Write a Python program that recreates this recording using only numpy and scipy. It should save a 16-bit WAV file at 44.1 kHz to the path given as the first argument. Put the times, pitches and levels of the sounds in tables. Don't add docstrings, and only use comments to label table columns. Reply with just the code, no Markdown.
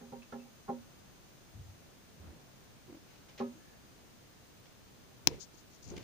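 import sys
import numpy as np
from scipy import signal
from scipy.fft import rfft, irfft, next_fast_len
from scipy.io import wavfile
from scipy.ndimage import map_coordinates

SR = 44100
rng = np.random.default_rng(int(sys.argv[2]) if len(sys.argv) > 2 else 0)


def master(y):
    cut = np.clip(np.atleast_2d(y).T, -1, 1)
    pcm = np.round(cut * 32767)
    wavfile.write(sys.argv[1], SR, pcm.astype(np.int16))


N = 266187


def amp(db):
    return 10 ** (np.asarray(db) / 20)


def unit(x):
    return x / np.sqrt(np.mean(x ** 2) + 1e-20)


def panned(db):
    gains = amp(np.array([[.5], [-.5]]) * db)
    return gains / np.sqrt(np.mean(gains ** 2, axis=0))


def along(points, hz):
    point_hz, value = np.transpose(points)
    return np.interp(np.log(hz + 1), np.log(point_hz + 1), value)


def filtered(x, response):
    n = x.shape[-1]
    padded = next_fast_len(n + 8192)
    spectrum = rfft(x, padded) * response(np.fft.rfftfreq(padded, 1 / SR))
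    return irfft(spectrum, padded)[..., :n]


def wobble(rate):
    knots = rng.standard_normal(int(N * rate / SR) + 4)
    return map_coordinates(knots, [np.arange(N) * rate / SR])


def noise(response, alike, size=N):
    share = np.clip(abs(alike), 0, 1)
    white = rng.standard_normal((3, size))
    common = np.array([[1], [np.copysign(1, alike)]]) * white[2]
    mixed = np.sqrt(share) * common + np.sqrt(1 - share) * white[:2]
    return unit(filtered(mixed, response))


def shape(points):
    return lambda f: amp(along(points, f))


def band(hz, width_hz):
    return lambda f: 1 / (1 + ((f * f - hz * hz) / (1.28 * width_hz * f + 1e-6)) ** 2)


def add(track, s, sound):
    start = max(round(s * SR), 0)
    part = sound[..., :max(N - start, 0)]
    track[..., start:start + part.shape[-1]] += part


def swell(x, s, half, db):
    bell = np.exp(-((np.arange(N) / SR - s) / half) ** 2 / 2 * 1.146)
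    return amp(db) * unit(x * bell) * np.sqrt(np.mean(bell ** 2))


# (frequency [Hz], time to fall 60 dB [s])
ROOM_DECAY = [(100, 0.74), (400, 0.221), (2000, 0.254), (10000, 0.045)]


def room(x, wet_db):
    hz, t, grid = signal.stft(rng.standard_normal((2, SR // 2)), SR, nperseg=256)
    decay = amp(-60 * t / along(ROOM_DECAY, hz)[:, None])
    tail = signal.istft(grid * decay, SR, nperseg=256)[1]
    tail = np.pad(tail / np.linalg.norm(tail[0]), ((0, 0), (300, 0)))
    return x + amp(wet_db) * signal.fftconvolve(x, tail, axes=1)[:, :x.shape[1]]


# (frequency [Hz], relative level [dB per Hz])
AIR_COLOUR = [(12, -65.5), (20, -5.5), (139, -2), (200, -5), (312, -8), (528, -12.5), (700, -14),
              (987, -18), (1420, -18.5), (1700, -20), (2500, -27.5), (3250, -47.5), (5500, -120)]
# (frequency [Hz], left relative level [dB per Hz], right relative level [dB per Hz])
HISS_COLOUR = [(300, -3.5, -1), (1503, -4.5, -4.5), (2710, -0.5, -1), (6230, -2.5, -3.5), (8190, -8, -10.5),
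               (9410, -6, -13), (12240, -18, -10.5), (13320, -6, -25.5), (15126, -4, -20.5),
               (15110, -2, 12.5), (15620, -37, -52.5)]
# (time [s], level [dB])
WHINE_LEVEL = [(0, -67.5), (1.8, -69.5), (2, -73), (3.3, -71.5), (3.55, -66.5), (3.8, -71.5), (6, -73)]
# (multiple of its pitch [ratio], relative level [dB])
WHINE_PARTIALS = [(1, 0), (1.5, -11), (2, -14)]
WHINE_HZ, WHINE_DRIFT_HZ, WHINE_JITTER_HZ = 6450, 29.6, 22.11


def background(air_db=-59.5, hiss_db=-64.0):
    air = noise(shape(AIR_COLOUR), 0.121) * amp(air_db + 0.36 * wobble(4.784))

    def hiss_gain(f):
        return np.array([shape(np.array(HISS_COLOUR)[:, [0, side]])(f) for side in (1, 2)])

    out = air + amp(hiss_db) * noise(hiss_gain, 0)
    hz = WHINE_HZ + WHINE_DRIFT_HZ * wobble(2.2) + WHINE_JITTER_HZ * wobble(90)
    db = np.interp(np.arange(N) / SR, *np.transpose(WHINE_LEVEL))
    phase = 2 * np.pi * np.cumsum(hz) / SR
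    out[0] += sum(amp(db + partial_db) * np.sin(k * phase) for k, partial_db in WHINE_PARTIALS)
    return out


# (time [s], level [dB], spot across [0-1], spot up [0-1], hardness [dB per octave],
# highest pitch the contact excites [Hz], ring length [factor], left-right [dB])
TAPS = [(0.005, -37.5, .351, 0.42, -3.5, 1400, 1.25, -2.5), (0.119, -35, 0.3, 0.42, 1.28, 1004, 0.93, -2.5),
        (0.3235, -67, .36, 0.4, 18, 1380, .36, -2), (0.324, -30.5, .36, .398, -2, 1550, 1.1, -.5),
        (0.453, -53, 0.32, 0.4, 2.5, 1000, 0.91, 0), (0.679, -43, 0.37, 0.38, 7.5, 1156, 0.414, 4),
        (0.684, -27, 0.37, 0.38, 4, 985, 0.912, 2.5), (3.399, -27, .403, .303, 3, 1175, .94, 3)]
# (frequency [Hz], level [dB], time to fall 60 dB before the blow's factor [s],
# left-right before the blow's own [dB], left leads by [radians])
PANE_MODES = [(171.6, -15.5, 0.0034, -3, 1), (198, -17, 0.113, -1.5, 0), (240.9, 0, 0.2648, -4, -.28),
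              (388.9, -4.5, 0.1764, -4, -1), (419.3, -11, 0.1451, -1.5, -1.18), (502.5, -15, .12, 1, 0),
              (531.1, -8, 0.2139, 5.5, 0.4), (570.3, -23, 0.2118, 4, 0.5), (714, -27, 0.1328, -8.5, 0.62),
              (796.4, -11, 0.1042, -4.5, -1.05), (819.5, -7.5, 0.091, -3, -.5),
              (934, -16.5, 0.1841, 1, -1.57), (1055, -19, 0.0846, -8.5, -0.09),
              (1088.2, -21.5, 0.0656, -6.5, -0.5), (1126, -23.5, 0.0573, -5, -0.5),
              (1262, -20, 0.188, -2.5, -2.09), (1331, -20, 0.098, -4, -2.5),
              (1374, -11, 0.0584, -8.5, -1.1), (1714, -21.5, 0.1643, 8, 1.24), (2123, -22.5, 0.16, -1.5, 0)]
MODE_PATTERNS = [(2, 1), (1, 2), (3, 1), (3, 2), (1, 3), (2, 3), (3, 3), (4, 2), (1, 4), (2, 4), (5, 2),
                 (5, 3), (4, 4), (6, 2), (1, 5), (3, 5), (7, 1), (5, 4), (8, 1), (8, 3)]
# (frequency [Hz], relative level [dB per Hz])
FRAME_COLOUR = [(40, -20.5), (130, 5.5), (400, -2.5), (700, -2.5), (1000, -10.5), (1600, -6.5), (2500, -13),
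                (5000, -17), (9000, -45)]
HARDNESS_HZ = 240
NODE_DB = -14


def pane(build=0.00985, hold=1.758, frame_db=-15, frame_t60=0.1585, waver=0.352):
    out, t = np.zeros((2, N)), np.arange(int(.5 * SR)) / SR
    hz, mode_db, life, mode_pan_db, lead = np.transpose(PANE_MODES)
    rise = 1 - np.exp(-t / (build * np.sqrt(hz[0] / hz[:, None])))
    for s, db, across, up, hardness_db, top_hz, ring_length, pan_db in TAPS:
        tilt = amp(hardness_db * np.log2(hz / HARDNESS_HZ))
        contact = tilt / np.sqrt(1 + (hz / top_hz) ** 10)
        motion = np.sin(np.pi * np.array(MODE_PATTERNS) * [across, up]).prod(axis=1)
        reach = np.hypot(motion, amp(NODE_DB))
        weight = panned(mode_pan_db + pan_db) * reach * contact * amp(mode_db)
        phase = rng.uniform(0, 2 * np.pi, len(hz)) + np.array([lead, -lead]) / 2
        fade = weight[..., None] * amp(-60 * (t / (ring_length * life[:, None])) ** hold)
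        drift = waver * signal.resample(rng.standard_normal((len(hz), 20)), len(t), axis=1)
        wave = np.sin(2 * np.pi * hz[:, None] * t + phase[..., None] + drift)
        ring = (rise * fade * wave).sum(axis=1)
        frame_colour = lambda f: shape(FRAME_COLOUR)(f) / (1 + (f / top_hz) ** 2)
        clatter_fade = amp(frame_db - 60 * t / frame_t60) * rise[-1]
        clatter = clatter_fade * noise(frame_colour, 0.99, size=len(t))
        add(out, s, room(amp(db) * (ring + clatter), wet_db=-20.5))
    return out


# (time [s], level [dB], slide length [s], time to fall 60 dB [s])
CLAW_SCRATCHES = [(0.222, -62, 0.0103, 0.049), (0.318, -63, 0.0112, 0.084), (3.284, -61.5, 0.026, 0.09),
                  (3.377, -50, 0.0063, 0.065), (3.392, -51.5, 0.0058, 0.057), (3.399, -59.5, 0.0089, 0.16),
                  (4.655, -62.5, 0.0112, 0.044)]
# (time [s], level [dB], length [s], pitch [Hz])
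THIN_TONES = [(0.221, -62, 0.0116, 2562), (0.395, -67, .008, 2650), (0.417, -68, .006, 2630),
              (3.57, -73, .21, 1726)]
# (frequency [Hz], relative level [dB per Hz])
SCRAPE_COLOUR = [(150, -20), (500, 2.5), (1300, -3.5), (2200, 2), (3400, 0), (4800, -4.5), (6300, -3.5),
                 (7500, -22.5), (12000, -43)]
TONE_WIDTH_HZ, TONE_T60 = 62, 0.068


def claws(grain_db=3.5, attack=0.00077):
    out, t = np.zeros((2, N)), np.arange(SR // 4) / SR
    scratches = [(s, db, length, t60, shape(SCRAPE_COLOUR)) for s, db, length, t60 in CLAW_SCRATCHES]
    tones = [(s, db, length, TONE_T60, band(hz, TONE_WIDTH_HZ)) for s, db, length, hz in THIN_TONES]
    for s, db, length, t60, colour in scratches + tones:
        grit = unit(amp(grain_db * wobble(302)[:len(t)]))
        envelope = amp(-60 * np.maximum(t - length, 0) / t60) * (1 - np.exp(-t / attack))
        grainy = unit(envelope * grit * noise(colour, 0.355, size=len(t)))
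        add(out, s, amp(db) * np.sqrt(np.mean(envelope ** 2)) * grainy)
    return room(out, wet_db=-10)


# (middle [s], half length [s], level [dB], pitch [Hz],
# left-right [dB], left-right likeness [-1 to 1])
BUMPS = [(1.588, 0.0347, -47, 86.5, 1, 0.79), (1.696, 0.039, -51, 89.6, 1, 0.76),
         (2.211, 0.0187, -51, 78, -4, 0.76), (2.278, 0.0275, -50, 77.7, -0.5, 0.59),
         (3.567, 0.026, -59.5, 315.3, -1, 0.72), (5.319, 0.0202, -49, 465, -7.5, 0.54),
         (5.32, 0.054, -48.5, 70.2, 1.5, -.6), (5.373, 0.0235, -57, 386, -11.5, 0.37),
         (5.976, 0.0273, -53.5, 368, -5.5, 0.32), (5.938, 0.0594, -48.5, 81, 3.5, -0.76)]
# (middle [s], half length [s], level [dB])
RUBS = [(5.407, .004, -54), (5.425, 0.0151, -47.5), (5.546, 0.0094, -64), (5.593, 0.0146, -61),
        (5.748, 0.0223, -63.5), (5.829, .003, -57.5), (5.847, 0.0099, -57.5), (5.892, 0.0224, -55)]
# (middle [s], half length [s], rumble level [dB], rustle level [dB])
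HANDLING = [(2.28, 0.105, -59.5, -81.5), (2.905, 0.0293, -56, -77.5), (3.151, 0.057, -85.5, -67.5),
            (5.327, 0.0433, -50.5, -60), (5.947, 0.0687, -51.5, -65), (5.9678, .002, -54.5, -50),
            (5.981, 0.003, -52.5, -49.5), (6.008, 0.0178, -60, -63), (6.033, 0.0044, -60, -55.5)]
# (frequency [Hz], relative level [dB per Hz])
SKIN_COLOUR = [(1500, -37.5), (3200, -12), (4800, -0.5), (5600, -1), (6500, 5.5), (7200, -3), (8200, -18),
               (14000, -47)]
# (frequency [Hz], relative level [dB per Hz])
RUSTLE_COLOUR = [(300, -34), (900, -10), (2200, 10), (4000, 4.5), (6500, 3.5), (8500, -9.5), (14000, -19)]
BUMP_WIDTH_HZ, RUMBLE_HZ, RUMBLE_WIDTH_HZ = 42.5, 163.7, 245


def hands():
    bumps = sum(panned(pan_db) * swell(noise(band(hz, BUMP_WIDTH_HZ), alike), s, half, db)
                for s, half, db, hz, pan_db, alike in BUMPS)
    skin = noise(shape(SKIN_COLOUR), 0) * amp(2.2 * wobble(250)) * amp([[0], [-16]])
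    rustle = noise(shape(RUSTLE_COLOUR), 0.155) * amp(1.57 * wobble(120)) * amp([[1.5], [-1.5]])
    rumble = noise(band(RUMBLE_HZ, RUMBLE_WIDTH_HZ), 0.355)
    handling = sum(swell(rumble, s, half, rumble_db) + swell(rustle, s, half, rustle_db)
                   for s, half, rumble_db, rustle_db in HANDLING)
    rubs = sum(swell(skin, s, half, db) for s, half, db in RUBS)
    return bumps + handling + rubs


TAKEOFF_S, TAKEOFF_HALF_S, WING_DB = 2.265, .05, -65
WING_HZ, WING_WIDTH_HZ, WINGBEATS_PER_S, WINGBEAT_DB = 1016, 1010, 26, 2


def wings():
    beat = amp(WINGBEAT_DB * np.sin(2 * np.pi * WINGBEATS_PER_S * np.arange(N) / SR))
    flutter = beat * noise(band(WING_HZ, WING_WIDTH_HZ), 0.294)
    return swell(flutter, TAKEOFF_S, TAKEOFF_HALF_S, WING_DB)


# (time [s], peak level of the tone [dB], pitch [Hz])
JERKS = [(2.879, -51.5, 369.8), (2.895, -50, 347.5), (2.921, -45.5, 292.8), (2.943, -46, 309),
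         (2.965, -51.5, 310), (5.908, -43.5, 215), (5.918, -43, 360), (5.935, -43, 375)]
JERK_PEAK_S = 0.00643
JERK_GRIT_DB, JERK_GRIT_WIDTH_HZ = -10.5, 558


def grip():
    out, t = np.zeros((2, N)), np.arange(SR // 10) / SR
    envelope = (t / JERK_PEAK_S * np.exp(1 - t / JERK_PEAK_S)) ** 2
    for s, db, hz in JERKS:
        grit = amp(JERK_GRIT_DB) * noise(band(hz, JERK_GRIT_WIDTH_HZ), 0.273, size=len(t))
        add(out, s, amp(db) * envelope * (np.sin(2 * np.pi * hz * t) + grit))
    return out


# (time after first touch [s], level relative to NAIL_DB [dB], direction [+1 or -1])
NAIL_SKIPS = [(0, -10, 1), (.00056, -9, -1), (.00121, 0, 1)]
# (time after first touch [s], level [dB])
NAIL_REBOUNDS = [(.005, -18), (0.0121, -27)]
# (frequency [Hz], level [dB])
PORT_RESPONSE = [(50, -6), (300, 6), (900, 11.5), (1250, 6.5), (1650, 11), (2200, 11.5), (3100, 14),
                 (4100, 15), (4700, 16), (5600, 20.5), (6500, 15.5), (7400, 0.5), (10500, -6), (12500, 0.5),
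                 (15500, 6), (19000, -5.5)]
NAIL_S, NAIL_DB, REBOUND_TOP_HZ = 5.27232, 2, 7000
FIZZ_S, FIZZ_DB, FIZZ_HZ, FIZZ_WIDTH_HZ = 0.00205, -27, 7200, 7200


def nail(right_db=-26, size=2048):
    cepstrum = irfft(np.log(shape(PORT_RESPONSE)(np.fft.rfftfreq(size, 1 / SR))))
    tick = irfft(np.exp(rfft(2 * cepstrum[:size // 2], size) - cepstrum[0]))
    low_pass = signal.butter(2, REBOUND_TOP_HZ, fs=SR, output="sos")
    soft_tick = signal.sosfilt(low_pass, tick)
    pushes = [(delay, direction * amp(NAIL_DB + db) * tick) for delay, db, direction in NAIL_SKIPS]
    pushes += [(delay, amp(db) * soft_tick) for delay, db in NAIL_REBOUNDS]
    out = np.zeros((2, N))
    for delay, push in pushes:
        add(out[0], NAIL_S + delay, push)
        add(out[1], NAIL_S + delay + 0.00072, amp(right_db) * push)
    fizz = noise(band(FIZZ_HZ, FIZZ_WIDTH_HZ), 0, size=round(FIZZ_S * SR))[0]
    add(out[0], NAIL_S, amp(FIZZ_DB) * fizz)
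    return room(out, wet_db=-35.0)


def contacts(gap_s, ratio, count=3):
    return np.append(0, np.cumsum(gap_s * ratio ** np.arange(count - 1)))


# (time [s], gain on the modes [dB], loss at the second contact, growing as the root of the count [dB])
PRESSES = [(5.2743, 2.5, 12.5), (5.314, -14, 14), (5.541, -25.5, 12), (5.922, -20.5, 8),
           (5.964, -24.5, 6.5)]
# (frequency [Hz], left level [dB], right level [dB], time to fall 60 dB [s])
CASE_MODES = [(126.5, -41.5, -60, 0.11), (166, -26, -54.5, 0.0334), (320.2, -34, -23.5, 0.032),
              (428.4, -50, -37.5, 0.035), (942, -49.5, -33, 0.023)]
SETTLE_S, SETTLE_GROWTH = 0.014, 1.68


def case(low_cut_hz=125):
    out, t = np.zeros((2, N)), np.arange(SR // 4) / SR
    thump = np.zeros((2, len(t)))
    for hz, left_db, right_db, t60 in CASE_MODES:
        fade = amp(np.array([[left_db], [right_db]]) - 60 * t / t60)
        thump -= fade * np.sin(2 * np.pi * hz * t)
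    for s, db, loss_db in PRESSES:
        for k, delay in enumerate(contacts(SETTLE_S, SETTLE_GROWTH)):
            add(out, s + delay, amp(db - loss_db * np.sqrt(k)) * thump)
    return signal.sosfilt(signal.butter(2, low_cut_hz, "highpass", fs=SR, output="sos"), out)


def scene():
    return background() + pane() + claws() + hands() + wings() + grip() + nail() + case()


TOP_HZ, CLIP_TOP = 16500, .85


def record(dry):
    passband = lambda f: f ** 2 / (f ** 2 + 22 ** 2) / np.sqrt(1 + (f / TOP_HZ) ** 300)
    return filtered(np.clip(dry, -CLIP_TOP, CLIP_TOP), passband)


dry = scene()
out = record(dry)
master(out)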